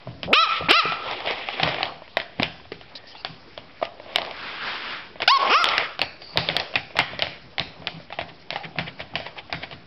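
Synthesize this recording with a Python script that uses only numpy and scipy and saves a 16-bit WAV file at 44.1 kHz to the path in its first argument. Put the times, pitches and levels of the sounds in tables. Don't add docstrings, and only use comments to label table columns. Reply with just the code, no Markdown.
import sys
import numpy as np
from scipy import signal
from scipy.io import wavfile
from scipy.ndimage import uniform_filter1d

SR = 44100
rng = np.random.default_rng(int(sys.argv[2]) if len(sys.argv) > 2 else 0)


def volts_from_decibels(level):
    exponent = np.asarray(level, float) / 20
    return 10 ** exponent


def dump(signal):
    limited = np.clip(np.atleast_2d(signal).T, -1, 1)
    pcm = np.round(limited * 32767).astype(np.int16)
    wavfile.write(sys.argv[1], SR, pcm)


N = 434826
TIME = np.arange(N) / SR

# band_hz, level_db_per_hz
AIR = [(20, -20.5), (30, -50.5), (49, 0), (507, -3.5), (597, -8.5), (1390, -10), (3150, -10), (5400, -15)]
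AIR_DB = -50
# band_hz, level_db_per_hz
RASP_COLOUR = [(530, -55.5), (900, -17), (1210, -34), (1560, -0.5), (1990, 5.5), (3740, -1), (5400, -24),
               (7020, -42.5)]
# band_hz, level_db_per_hz
DRAG_COLOUR = [(120, -17.5), (200, -18.5), (330, -9), (465, 0), (750, -0.5), (1000, 1), (1250, -12.5),
               (1700, -24.5)]
# start_s, length_s, rasp_db, drag_against_rasp_db
DRAG_STROKES = [(0, 0.045, -51.5, 4), (0.45, 0.15, -28, -6), (0.9, 0.2, -35, -6), (1.084, 0.051, -33, 9.5),
                (1.303, 0.032, -27, 5.5), (1.388, .12, -35.5, -9), (1.63, 0.059, -25, 5.5),
                (2.39, 0.078, -50, 9), (2.9, 0.81, -54.5, 8.5), (1.802, 0.059, -34, 8.5),
                (4.177, 0.098, -34, 10), (5.467, 0.03, -20.5, 9), (5.549, 0.26, -22, 0),
                (6.43, 0.2, -33, 5.5), (7.032, 0.31, -40.5, 1), (7.545, 0.43, -66, 24),
                (8.495, 1.12, -64, 14.5)]
STROKE_RISE_DB_PER_S, STROKE_FALL_DB_PER_S = 129, 139.5
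# start_s, level_db
SHORT_SCUFFS = [(0.013, -57), (4.22, -58), (5.228, -25), (7.141, -39), (8.295, -41), (8.649, -36.5),
                (8.882, -35), (9.006, -35), (9.266, -35.5), (9.385, -36), (9.634, -34.5), (9.726, -42)]
SCUFF_S, SCUFF_DB_PER_S = 0.0028, 902
# mode_hz, level_db, t60_s
FLOOR_BOOM = [(88, -2, 0.13), (123, 0.5, 0.1), (162.3, 6, 0.35), (244.3, -6, 0.043)]
# start_s, peak_db
PAW_LANDINGS = [(0.062, -23.5), (0.239, -21), (0.6, -24.5), (0.843, -29), (1.618, -20), (1.861, -37),
                (2.16, -58), (2.388, -22.5), (2.713, -35), (3.287, -33), (3.571, -39), (4.148, -47),
                (5.216, -38), (5.772, -39), (5.991, -30), (6.353, -22.5), (6.493, -30), (6.751, -29),
                (6.962, -28.5), (7.1, -30), (7.224, -31.5), (7.43, -39), (7.593, -26.5), (7.792, -32),
                (7.931, -31), (8.18, -31.5), (8.31, -41.5), (8.51, -40), (8.64, -31.5), (8.771, -23.5),
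                (8.88, -47), (9.0, -35), (9.127, -26.5), (9.52, -26), (9.726, -33.5)]
BOOM_DB, BOOM_RISE_DB_PER_S, BOOM_FALL_DB_PER_S = -10, 892, 126.5

# multiple_of_hollow_pitch, level_db, t60_s
HOLLOW_MODES = [(0.619, -9.5, 0.021), (1.012, 10, 0.023), (1.502, 9, 0.01)]
# mode_hz, level_db, t60_s
MIDDLE_MODES = [(1400, -8, .005), (1900, -2, .007), (2300, 0, .009), (2750, 0, .008)]
# mode_hz, level_db, t60_s
BRIGHT_MODES = [(3200, 0, .006), (3800, -3, .004), (4500, -6, .003), (5200, -10, .003)]
# multiple_of_contact_pitch, level_db, t60_s
CONTACT_MODE = (1, 0, .006)
PAD_CONTACT_HZ = 2300
SNAP_DB, SNAP_T60_S, SNAP_WIDTH_HZ = 2, .008, 2000
SPREAD_HZ, SPREAD_WIDTH_HZ = 2300, 1500
# start_s, peak_db, hollow_hz, contact_hz, hollow_db
CHEW_CRACKS = [(1.111, -13, 840, 3300, -10), (1.6295, -3.5, 746, 2100, -14), (1.632, -4, 746, 3000, -16),
               (1.829, -3, 743, 3740, -11), (2.169, -.8, 670, 1970, -9), (2.199, -12, 654, 1950, -13),
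               (2.4295, -2.5, 760, 3000, -17), (2.4325, -9, 760, 3300, -20), (3.247, -8.5, 750, 2990, -17),
               (4.158, 0, 736, 2900, -18), (5.202, -15, 690, 3000, -3), (5.219, -6, 598, 1800, -18),
               (5.641, .5, 1010, 3600, -21), (5.654, -7, 724, 3400, -20), (5.687, -6, 784, 3200, -20),
               (5.779, -2, 585, 2400, -21), (5.991, -10, 746, 2530, -11), (6.015, -1, 610, 3350, -19),
               (6.372, 0, 598, 3600, -19), (6.487, -4.5, 620, 2220, -16), (6.565, -.5, 704, 3240, -23),
               (6.598, -8, 735, 3140, -16), (6.755, -2.2, 790, 2570, -19), (6.988, 0, 820, 2200, -23),
               (7.0, -6, 760, 2280, -19), (7.221, -2.6, 660, 3000, -20), (7.581, -7.5, 760, 3170, -18),
               (7.595, -6, 680, 2900, -20), (7.87, -7.5, 786, 2990, -19), (8.504, -9, 700, 2810, -21),
               (8.785, -6.5, 753, 2640, -17), (9.154, -7.5, 730, 2860, -21), (9.525, -9, 713, 2400, -13)]
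# start_s, peak_db, hollow_hz, contact_hz
CLAW_TICKS = [(0.2301, -11.5, 640, 4220), (1.101, -21, 473, 2240), (1.203, -16, 762, 2010),
              (1.25, -33, 528, 2620), (1.2595, -14.5, 466, 3260), (1.3083, -10.5, 450, 3420),
              (1.6887, -6.5, 656, 2090), (1.7056, -20, 740, 1830), (1.7429, -13, 650, 1930),
              (1.8534, -15, 835, 3330), (2.0772, -26, 634, 1990), (2.2144, -17, 690, 1910),
              (2.7181, -18.5, 1200, 4500), (2.8105, -26.5, 720, 2070), (2.953, -25, 574, 1840),
              (3.5758, -18.5, 584, 1900), (3.8512, -17.5, 570, 3840), (3.8604, -38, 590, 2050),
              (4.2166, -12.5, 750, 3160), (4.2482, -16, 724, 1700), (4.2614, -20, 640, 3140),
              (4.3096, -16.5, 663, 2940), (5.6644, -23, 766, 2530), (6.2178, -24.5, 724, 4400),
              (6.7284, -26, 636, 2390), (6.9664, -12, 800, 1700), (7.1907, -11, 590, 2590),
              (7.2344, -17, 590, 2590), (7.2434, -18.5, 620, 3180), (7.2674, -15, 656, 2180),
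              (8.5346, -18.5, 612, 2380), (8.6344, -22.5, 730, 2380), (8.8074, -23.5, 680, 2020),
              (9.7103, -22, 680, 3120), (9.7254, -26, 730, 2240)]
# start_s, peak_db, hollow_hz, contact_hz
CHEW_BUMPS = [(0.663, -34, 606, 3200), (0.92, -13.5, 725, 2470), (1.271, -11.5, 660, 1950),
              (1.486, -9, 794, 2200), (1.541, -22, 465, 2060), (1.597, -8.5, 745, 2040),
              (1.674, -9, 606, 1950), (1.783, -14, 724, 2100), (2.397, -7.5, 727, 2130),
              (2.4215, -8, 614, 1450), (4.183, -7, 680, 3580), (5.474, -11, 1054, 2600),
              (6.738, -17, 680, 2700), (6.954, -31, 646, 2130), (8.102, -22.5, 640, 1960),
              (8.124, -15, 796, 1940), (8.187, -10.5, 690, 2150), (8.211, -13, 636, 2160),
              (8.527, -17.5, 626, 3160), (8.558, -10, 800, 1920), (8.774, -27, 760, 2600),
              (8.993, -24, 682, 2310), (9.001, -19.5, 660, 1900), (9.2, -16, 640, 1920),
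              (9.264, -18, 634, 1970), (9.364, -29, 790, 2960), (9.633, -19, 637, 1930)]
# start_s, peak_db, hollow_hz
PAD_TAPS = [(1.92, -25, 740), (2.388, -24, 545), (2.597, -29.5, 1007), (2.652, -29.5, 697),
            (3.037, -31.5, 607), (3.15, -25.5, 860), (3.798, -34, 620), (3.998, -20, 590),
            (4.06, -25.5, 640), (4.092, -27, 696), (5.156, -24, 610), (6.905, -25.5, 610),
            (7.82, -23.5, 660), (7.844, -28, 655), (7.999, -26.5, 585)]
# start_s, peak_db, hollow_hz
CHEW_CLONKS = [(.071, -23, 636), (.607, -17, 510), (.622, -20.5, 680), (.853, -14, 434), (1.806, -16, 780),
               (1.863, -21, 676), (6.954, -23, 646), (2.019, -27, 625), (2.397, -8, 270),
               (2.718, -18.5, 417), (3.576, -26.5, 650), (3.814, -20, 674), (3.825, -8, 650),
               (3.826, -18.5, 1196), (4.158, -34, 1100), (4.205, -42, 634), (4.228, -24, 666),
               (4.28, -40, 660), (6.357, -18.5, 606), (6.551, -24, 724), (7.132, -26, 635),
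               (8.757, -26, 690), (8.785, -27, 307), (9.135, -28, 785), (9.496, -29, 715),
               (9.633, -28, 298)]
# hollow_db, bright_db, gain_db
KNOCK_KINDS = [
    (0, -9, 0),
    (-9, -8, -2.5),
    (-4, -14, -1.5),
    (1, -23, -4.5),
    (14, -20, -1.5),
]
KNOCK_CEILINGS = [3, -12, -6.5, -10, -6]

# band_hz, level_db, t60_s
ROOM_DECAY = [(100, -3, .4), (400, -2, .42), (1200, 0, .7), (2500, 0, .5), (5000, -1, .45)]
# time_s, rattle_and_room_db
SOFA_SCREEN = [(0, 6.5), (1.6, 2.5), (1.9, -0.5), (2.15, 0), (2.5, 2.5), (3.3, 4), (4.2, -4), (5.2, 3),
               (5.7, 5.5), (6.0, 4.5), (6.38, 8.5), (6.57, 3), (7.0, 5), (7.6, 4), (7.9, 3), (8.6, 6),
               (9.5, 7.5)]
KNOCK_ECHO_DB = -19

# time_s, pitch_hz, level_db
YAP_RISES = [
    [(.277, 175, -28), (.312, 215, -23), (.329, 320, -18), (.332, 420, -5), (.347, 530, -14),
     (.362, 597, -14), (.39, 645, -12), (.422, 677, -16)],
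    [(.685, 250, -17), (.695, 290, -12), (.704, 320, -14), (.711, 365, -4), (.722, 455, -16),
     (.735, 580, -13), (.765, 675, -14), (.782, 693, -15)],
    [(5.2762, 680, -12), (5.2795, 715, -4.5), (5.29, 850, -14), (5.31, 1008, -11), (5.325, 1103, -12),
     (5.342, 1116, -14), (5.364, 1075, -15)],
    [(5.385, 450, -33), (5.44, 300, -32), (5.475, 230, -29), (5.488, 205, -27), (5.5, 260, -16),
     (5.52, 405, -14), (5.558, 615, -11), (5.598, 712, -21), (5.612, 704, -19)],
]
# after_top_s, share_of_pitch, against_top_db
YAP_ENDING = [
    (.015, .93, 3),
    (.028, .84, -5),
    (.036, .76, -12),
    (.062, .55, -16),
]
# opens_s, opening_0_to_1, ending_steps
YAP_MOUTHS = [
    (.33, 1, 4),
    (.69, 1, 4),
    (5.27, .93, 1),
    (5.49, 1.0, 4),
]
MOUTH_SHUT, SHUTS_S = .5, .04
# centre_hz, width_hz, at_ease_db, pressed_folds_db
THROAT_RESONANCES = [(574, 1800, -13.5, 0.5), (1228, 345, 9, 4), (2887, 733, 1, 5.5), (3940, 490, 4, 2),
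                     (5380, 1300, 4.5, 2.5)]
# turn_db for five throat resonances, pocket_hz cancelled by the mouth,
# share of half-pitch beating in the fall
HEAD_TURNS = [
    (2, 1.5, 1.5, 2, -4, 2690, .03),
    (2, -.5, 2, .5, .5, 5900, .03),
    (0, 3, -2, -1, -4, 5500, 1.0),
    (1, 3, 0, -6, -2, 2800, .2),
]
# centre_hz, width_hz, gain_db
CHEEK_RINGS = [
    [(2490, 110, 12), (3350, 250, 5), (4650, 350, -6)],
    [(2090, 200, 6), (2450, 150, 3), (5500, 500, -10)],
    [(3350, 200, 1), (700, 100, -5), (4500, 300, 4)],
    [(900, 180, 13), (2110, 150, 8), (2540, 120, 8)],
]
CHEST_DB = -9
CHEST_DIP_HZ, CHEST_DIP_WIDTH_HZ, CHEST_DIP = 565, 95, .68
POCKET_WIDTH_HZ, POCKET_SHARE = 150, .95
# delay_s at the start, delay_change_s_per_s, share
FLOOR_RETURN = (.001188, .0031, .15)
WALL_RING_HZ, WALL_RING_WIDTH_HZ, WALL_RING = 2450, 180, 1.0
GAIN_RECOVERS_S = .012

# start_s, level_db, centre_hz, width_hz, length_s
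PAD_SLIDES = [(2.952, -36, 4260, 1800, 0.036), (2.955, -56, 1830, 150, 0.2), (3.07, -47, 4800, 1500, 0.074),
              (3.105, -50, 3150, 350, .045), (3.15, -48, 3350, 450, .035), (3.155, -50, 2750, 200, .07),
              (3.17, -47, 4500, 900, .06), (6.209, -45, 4600, 450, 0.15)]
# time_s, level_db
SOFA_RUB = [(4.3, -54), (4.346, -39.5), (4.444, -33), (4.594, -35), (4.676, -27.5), (4.798, -34),
            (4.93, -31.5), (5.1, -47.5), (5.14, -57)]
# band_hz, level_db_per_hz
FUR_COLOUR = [(150, -25.5), (230, -17), (524, -17), (1430, -8), (3760, -15.5), (5800, -26.5), (7540, -63.5),
              (12800, -120)]


def rms_one(x):
    return x / np.sqrt(np.mean(x ** 2) + 1e-20)


def at_hz(points, hz, axis=1):
    points = np.array(points)
    return np.interp(np.log(hz), np.log(points[:, 0]), points[:, axis])


def highpass(x, hz):
    return signal.sosfilt(signal.butter(2, hz, "high", fs=SR, output="sos"), x)


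def drift(rate):
    r = np.exp(-80 * np.pi * rate / SR)
    slow = signal.lfilter([1], [1, -2 * r, r * r], rng.standard_normal(N // 40 + 2002))[2000:]
    return np.interp(np.arange(N) / 40, np.arange(len(slow)), rms_one(slow))


def bands(white):
    edges = 20 * 2 ** np.arange(0, 8.6, .5)
    for k, (low, high) in enumerate(zip(edges, edges[1:])):
        band = signal.butter(2, [low, high], "band", fs=SR, output="sos")
        yield np.sqrt(low * high), signal.sosfilt(band, white[k % 2])


def coloured(white, spectrum, patchy_db):
    return rms_one(sum(volts_from_decibels(at_hz(spectrum, hz) + patchy_db * drift(9.6)) * band
                       for hz, band in bands(white)))


def resonance(x, hz, width_hz):
    r = np.exp(-np.pi * width_hz / SR)
    poles = [1, -2 * r * np.cos(2 * np.pi * hz / SR), r * r]
    return signal.lfilter(np.array([1, 0, -1]) * (1 - r * r) / 2, poles, x)


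def swell(s, length, level_db, rise_db_per_s, fall_db_per_s):
    t = TIME[::200, None]
    below_db = np.maximum((s - t) * rise_db_per_s, (t - s - length) * fall_db_per_s)
    gain = volts_from_decibels(level_db - np.maximum(below_db, 0)).sum(axis=1)
    return np.interp(TIME, t[:, 0], gain)


def air():
    return volts_from_decibels(AIR_DB) * coloured(rng.standard_normal((2, N)), AIR, patchy_db=3.0)


def strokes(catches):
    s, length, rasp_db, drag_db = np.transpose(DRAG_STROKES)
    scuff_s, scuff_db = np.transpose(SHORT_SCUFFS)
    scuffs = swell(scuff_s, SCUFF_S, scuff_db, SCUFF_DB_PER_S, SCUFF_DB_PER_S)
    rates = STROKE_RISE_DB_PER_S, STROKE_FALL_DB_PER_S
    rasp_gain = swell(s, length, rasp_db - 5, *rates) + scuffs
    drag_gain = swell(s, length, rasp_db + drag_db - 9.5, *rates) + 0.63 * scuffs
    rasp = rasp_gain * coloured(catches, RASP_COLOUR, patchy_db=2.5)
    return rasp + drag_gain * coloured(catches[::-1, ::-1], DRAG_COLOUR, patchy_db=3.0)


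def rattle(shake, catches, signs):
    grains = signs * (rng.random((2, N)) < 500 / SR)
    body = rms_one(resonance(catches[0], 720, 220))
    return volts_from_decibels(1) * shake * (coloured(grains, RASP_COLOUR, patchy_db=2.5) + 0.68 * body)


def boom(shake):
    push = rng.standard_normal(N) * volts_from_decibels(0.28 * drift(39))
    floor = rms_one(sum(volts_from_decibels(db) * resonance(resonance(push, hz, 3.0 / t60), hz, 6.0 / t60)
                        for hz, db, t60 in FLOOR_BOOM))
    s, level_db = np.transpose(PAW_LANDINGS)
    landings = swell(s + 0.014, 0, level_db + BOOM_DB, BOOM_RISE_DB_PER_S, BOOM_FALL_DB_PER_S)
    return (landings + volts_from_decibels(-18.5) * np.roll(shake, 300)) * floor


def scraping(hits):
    sizes = volts_from_decibels(3.5 * np.minimum(rng.exponential(1, (2, N)), 3)) * rng.choice([-1, 1], (2, N))
    clumps = volts_from_decibels(1.5 * drift(25))
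    grains = sizes * (rng.random((2, N)) < 1500 / SR)
    catches = clumps * (grains + .45 * rng.standard_normal((2, N)))
    shake = signal.lfilter([.0015], [1, -.9985], np.abs(1.2 * highpass(hits, 1300)))
    return strokes(catches) + rattle(shake, catches, np.sign(sizes)) + boom(shake)


def knocks():
    out, after = np.zeros((2, N + 3000)), np.arange(3000) / SR
    modes = np.array(MIDDLE_MODES + HOLLOW_MODES + BRIGHT_MODES + [CONTACT_MODE])
    group = np.repeat([0, 1, 2, 3], [len(MIDDLE_MODES), len(HOLLOW_MODES), len(BRIGHT_MODES), 1])
    rounding = signal.butter(4, 5400, fs=SR, output="sos")
    onset = 1 - np.exp(-after / np.where(group == 1, .0008, .00015)[:, None])
    tables = [CHEW_CRACKS, CLAW_TICKS, CHEW_BUMPS, PAD_TAPS, CHEW_CLONKS]
    for table, kind, ceiling_db in zip(tables, KNOCK_KINDS, KNOCK_CEILINGS):
        hollow_db, bright_db, gain_db = kind
        for row in table:
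            s, peak_db, hollow_hz, contact_hz, own_db = tuple(row) + (PAD_CONTACT_HZ, 0)[len(row) - 3:]
            tune, weight, lag = rng.standard_normal((3, len(modes)))
            group_db = np.array([-9.5, 0, bright_db + 2.0, -6.5])[group]
            level_db = peak_db + group_db + modes[:, 1] + 1.3 * weight * (group < 3)
            detune = 1 + .1 * tune
            hz = modes[:, 0] * np.choose(group, [detune, hollow_hz, detune, contact_hz])
            rings = np.sin(2 * np.pi * hz[:, None] * after + lag[:, None] / 3)
            rings *= volts_from_decibels(level_db[:, None] - 60 * after / modes[:, 2:]) * onset
            snap_gain = volts_from_decibels(peak_db + bright_db + 9.5 + SNAP_DB - 60 * after / SNAP_T60_S)
            snap = snap_gain * resonance(rng.standard_normal(3000), contact_hz, SNAP_WIDTH_HZ)
            knock = signal.sosfilt(rounding, rings[group != 1].sum(axis=0) + snap)
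            hollow = rings[group == 1].sum(axis=0)
            knock = knock / np.abs(knock).max()
            knock = knock + volts_from_decibels(hollow_db + own_db) * hollow / np.abs(hollow).max()
            knock = knock / np.abs(knock).max()
            click = resonance((after == 0) * 1.0, (SPREAD_HZ + contact_hz) / 2, SPREAD_WIDTH_HZ)
            spread = 3.5 * volts_from_decibels(bright_db / 2) * click * np.sqrt(np.sum(knock ** 2))
            gain = volts_from_decibels(min(peak_db + gain_db, ceiling_db))
            out[:, round((s + .0012) * SR):][:, :3000] += gain * np.array([knock, spread])
    return highpass(out[:, :N], 150)


def room_echo():
    after = np.arange(SR) / SR
    tail = 0
    for hz, band in bands(rng.standard_normal((2, SR))):
        tail = tail + volts_from_decibels(at_hz(ROOM_DECAY, hz) - 60 * after / at_hz(ROOM_DECAY, hz, axis=2)) * band
    tail = tail * np.clip((after - .006) / 0.013, 0, 1)
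    return tail / np.sqrt(np.sum(tail ** 2))


def throat(hz, pitch, mouth, after, turn, cheeks):
    pressed = 1 / (1 + (pitch / pitch.max() / .88) ** 12) * (np.gradient(pitch) > 0)
    pressed = uniform_filter1d(pressed, size=300)
    gain = 0
    for (centre, width, db, hard_db), turn_db in zip(THROAT_RESONANCES, turn):
        level = volts_from_decibels(db + turn_db + pressed * (hard_db - db))
        gain = gain + level / (1 + 2j * (hz - centre * mouth) / width) ** 2
    gain = gain * (1 - POCKET_SHARE * (1 - pressed) / (1 + ((hz - turn[5]) / POCKET_WIDTH_HZ) ** 2))
    for ring_hz, width, ring_db in cheeks:
        gain = gain * (1 + (volts_from_decibels(ring_db) - 1) / (1 + ((hz - ring_hz) / width) ** 2))
    delay, slide, share = FLOOR_RETURN
    gain = gain * (1 + share * np.exp(-2j * np.pi * hz * (delay + slide * after)))
    gain = gain / (1 + (hz / (6500 * np.minimum(mouth / .93, 1) ** 3)) ** 8)
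    dip = 1 - CHEST_DIP * np.exp(-((pitch - CHEST_DIP_HZ) / CHEST_DIP_WIDTH_HZ) ** 2)
    gain[0] = (np.abs(gain[0]) + volts_from_decibels(CHEST_DB)) * dip
    return gain


def yap(rows, turn, cheeks):
    s, pitch, level_db, mouth = np.transpose(rows)
    span = slice(int(s[0] * SR), int(s[-1] * SR))
    t = TIME[span]
    pitch, mouth = [uniform_filter1d(np.interp(t, s, c), size=300) for c in (pitch, mouth)]
    rough = 1 / (1 + (pitch / 390) ** 10)
    phase = 2 * np.pi * np.cumsum(pitch * (1 + 0.09 * rough * drift(140)[span])) / SR
    order = np.arange(1, 31)[:, None]
    gain = throat(order * pitch, pitch, mouth, t - s[0], turn, cheeks)
    falling = uniform_filter1d(np.gradient(pitch) < 0, size=900, output=float)
    beat = 1 + turn[6] * falling * np.cos(phase / 2) * np.minimum(order / 3.5, 1) ** 2
    voice = np.sum(beat * gain * np.exp(1j * order * phase), axis=0).real
    voice = voice / np.sqrt(np.sum(np.abs(gain) ** 2, axis=0) / 2)
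    breath = signal.lfilter([1, -.6], [1], rng.standard_normal(len(pitch)))
    puffs = breath * (1 + np.cos(phase)) * np.minimum(mouth, 1) ** 4
    edge = np.clip(np.minimum(t - s[0], (s[-1] - t) / 12) / 0.0006, 0, 1)
    out = np.zeros(N)
    out[span] = volts_from_decibels(np.interp(t, s, level_db) - 2.5) * edge * (voice + .28 * rough * puffs)
    return out


def phrase(rise, mouth, turn, cheeks):
    top_s, top_hz, top_db = rise[-1]
    opens_s, opening, steps = mouth
    ending = [(top_s + s, top_hz * share, top_db + db) for s, share, db in YAP_ENDING[:steps]]
    rows = [(s, hz, db, opening if opens_s < s < top_s + SHUTS_S else MOUTH_SHUT)
            for s, hz, db in rise + ending]
    return yap(rows, turn, cheeks)


def slides():
    out, noise = np.zeros(N), rng.standard_normal(N)
    for s, level_db, hz, width_hz, length in PAD_SLIDES:
        shape = np.clip(np.minimum((TIME - s) / 0.0011, (s + length - TIME) / 0.022), 0, 1)
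        squeak = rms_one(resonance(resonance(noise, hz, width_hz), hz, width_hz))
        out += volts_from_decibels(level_db) * shape * squeak
    return out


def rustle():
    s, level_db = np.transpose(SOFA_RUB)
    gain = volts_from_decibels(np.interp(TIME, s, level_db, left=-90, right=-90))
    return gain * coloured(rng.standard_normal((2, N)), FUR_COLOUR, patchy_db=1.2)


def held_down(voice):
    loudness = np.sqrt(uniform_filter1d(voice ** 2, size=600) + 1e-12)
    keep = np.exp(-1 / (GAIN_RECOVERS_S * SR))
    loudness = np.maximum(loudness, signal.lfilter([1 - keep], [1, -keep], loudness))
    return 1 / (1 + loudness / .035)


def scene():
    hits, clicks = knocks()
    voice = sum(phrase(*parts) for parts in zip(YAP_RISES, YAP_MOUTHS, HEAD_TURNS, CHEEK_RINGS))
    thin = highpass(voice, 800)
    thin = thin + WALL_RING * resonance(thin, WALL_RING_HZ, WALL_RING_WIDTH_HZ)
    thin = thin + 0
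    thin = wall_colour(voice)
    screen = volts_from_decibels(np.interp(TIME, *np.transpose(SOFA_SCREEN)))
    to_room = volts_from_decibels(-8.0) * thin + screen * (volts_from_decibels(KNOCK_ECHO_DB) * hits + volts_from_decibels(-19.5) * clicks)
    wet = signal.fftconvolve(to_room, room_echo())[:N]
    quiet = wet + scraping(screen * hits) + slides() + rustle() + air()
    return (voice + hits + held_down(voice) * quiet)[None]


def wall_colour(voice):
    thin = highpass(voice, 800)
    ringing = thin + WALL_RING * resonance(thin, WALL_RING_HZ, WALL_RING_WIDTH_HZ)
    return ringing + .6 * resonance(thin, 1130, 300) - .4 * resonance(thin, 3900, 300)


def band_limit(x):
    return signal.sosfilt(signal.butter(12, 16810, fs=SR, output="sos"), x)


def record(dry):
    step = 4
    narrow = signal.sosfilt(signal.butter(8, 6100, fs=SR, output="sos"), dry)
    kept = step * narrow * (np.arange(N) % step == 0)
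    smooth = signal.sosfiltfilt(signal.cheby2(8, 35, 6350, fs=SR, output="sos"), kept)
    mix = np.clip(smooth, -.72, .73) - .0026
    return band_limit(mix)


dry = scene()
out = record(dry)
dump(out)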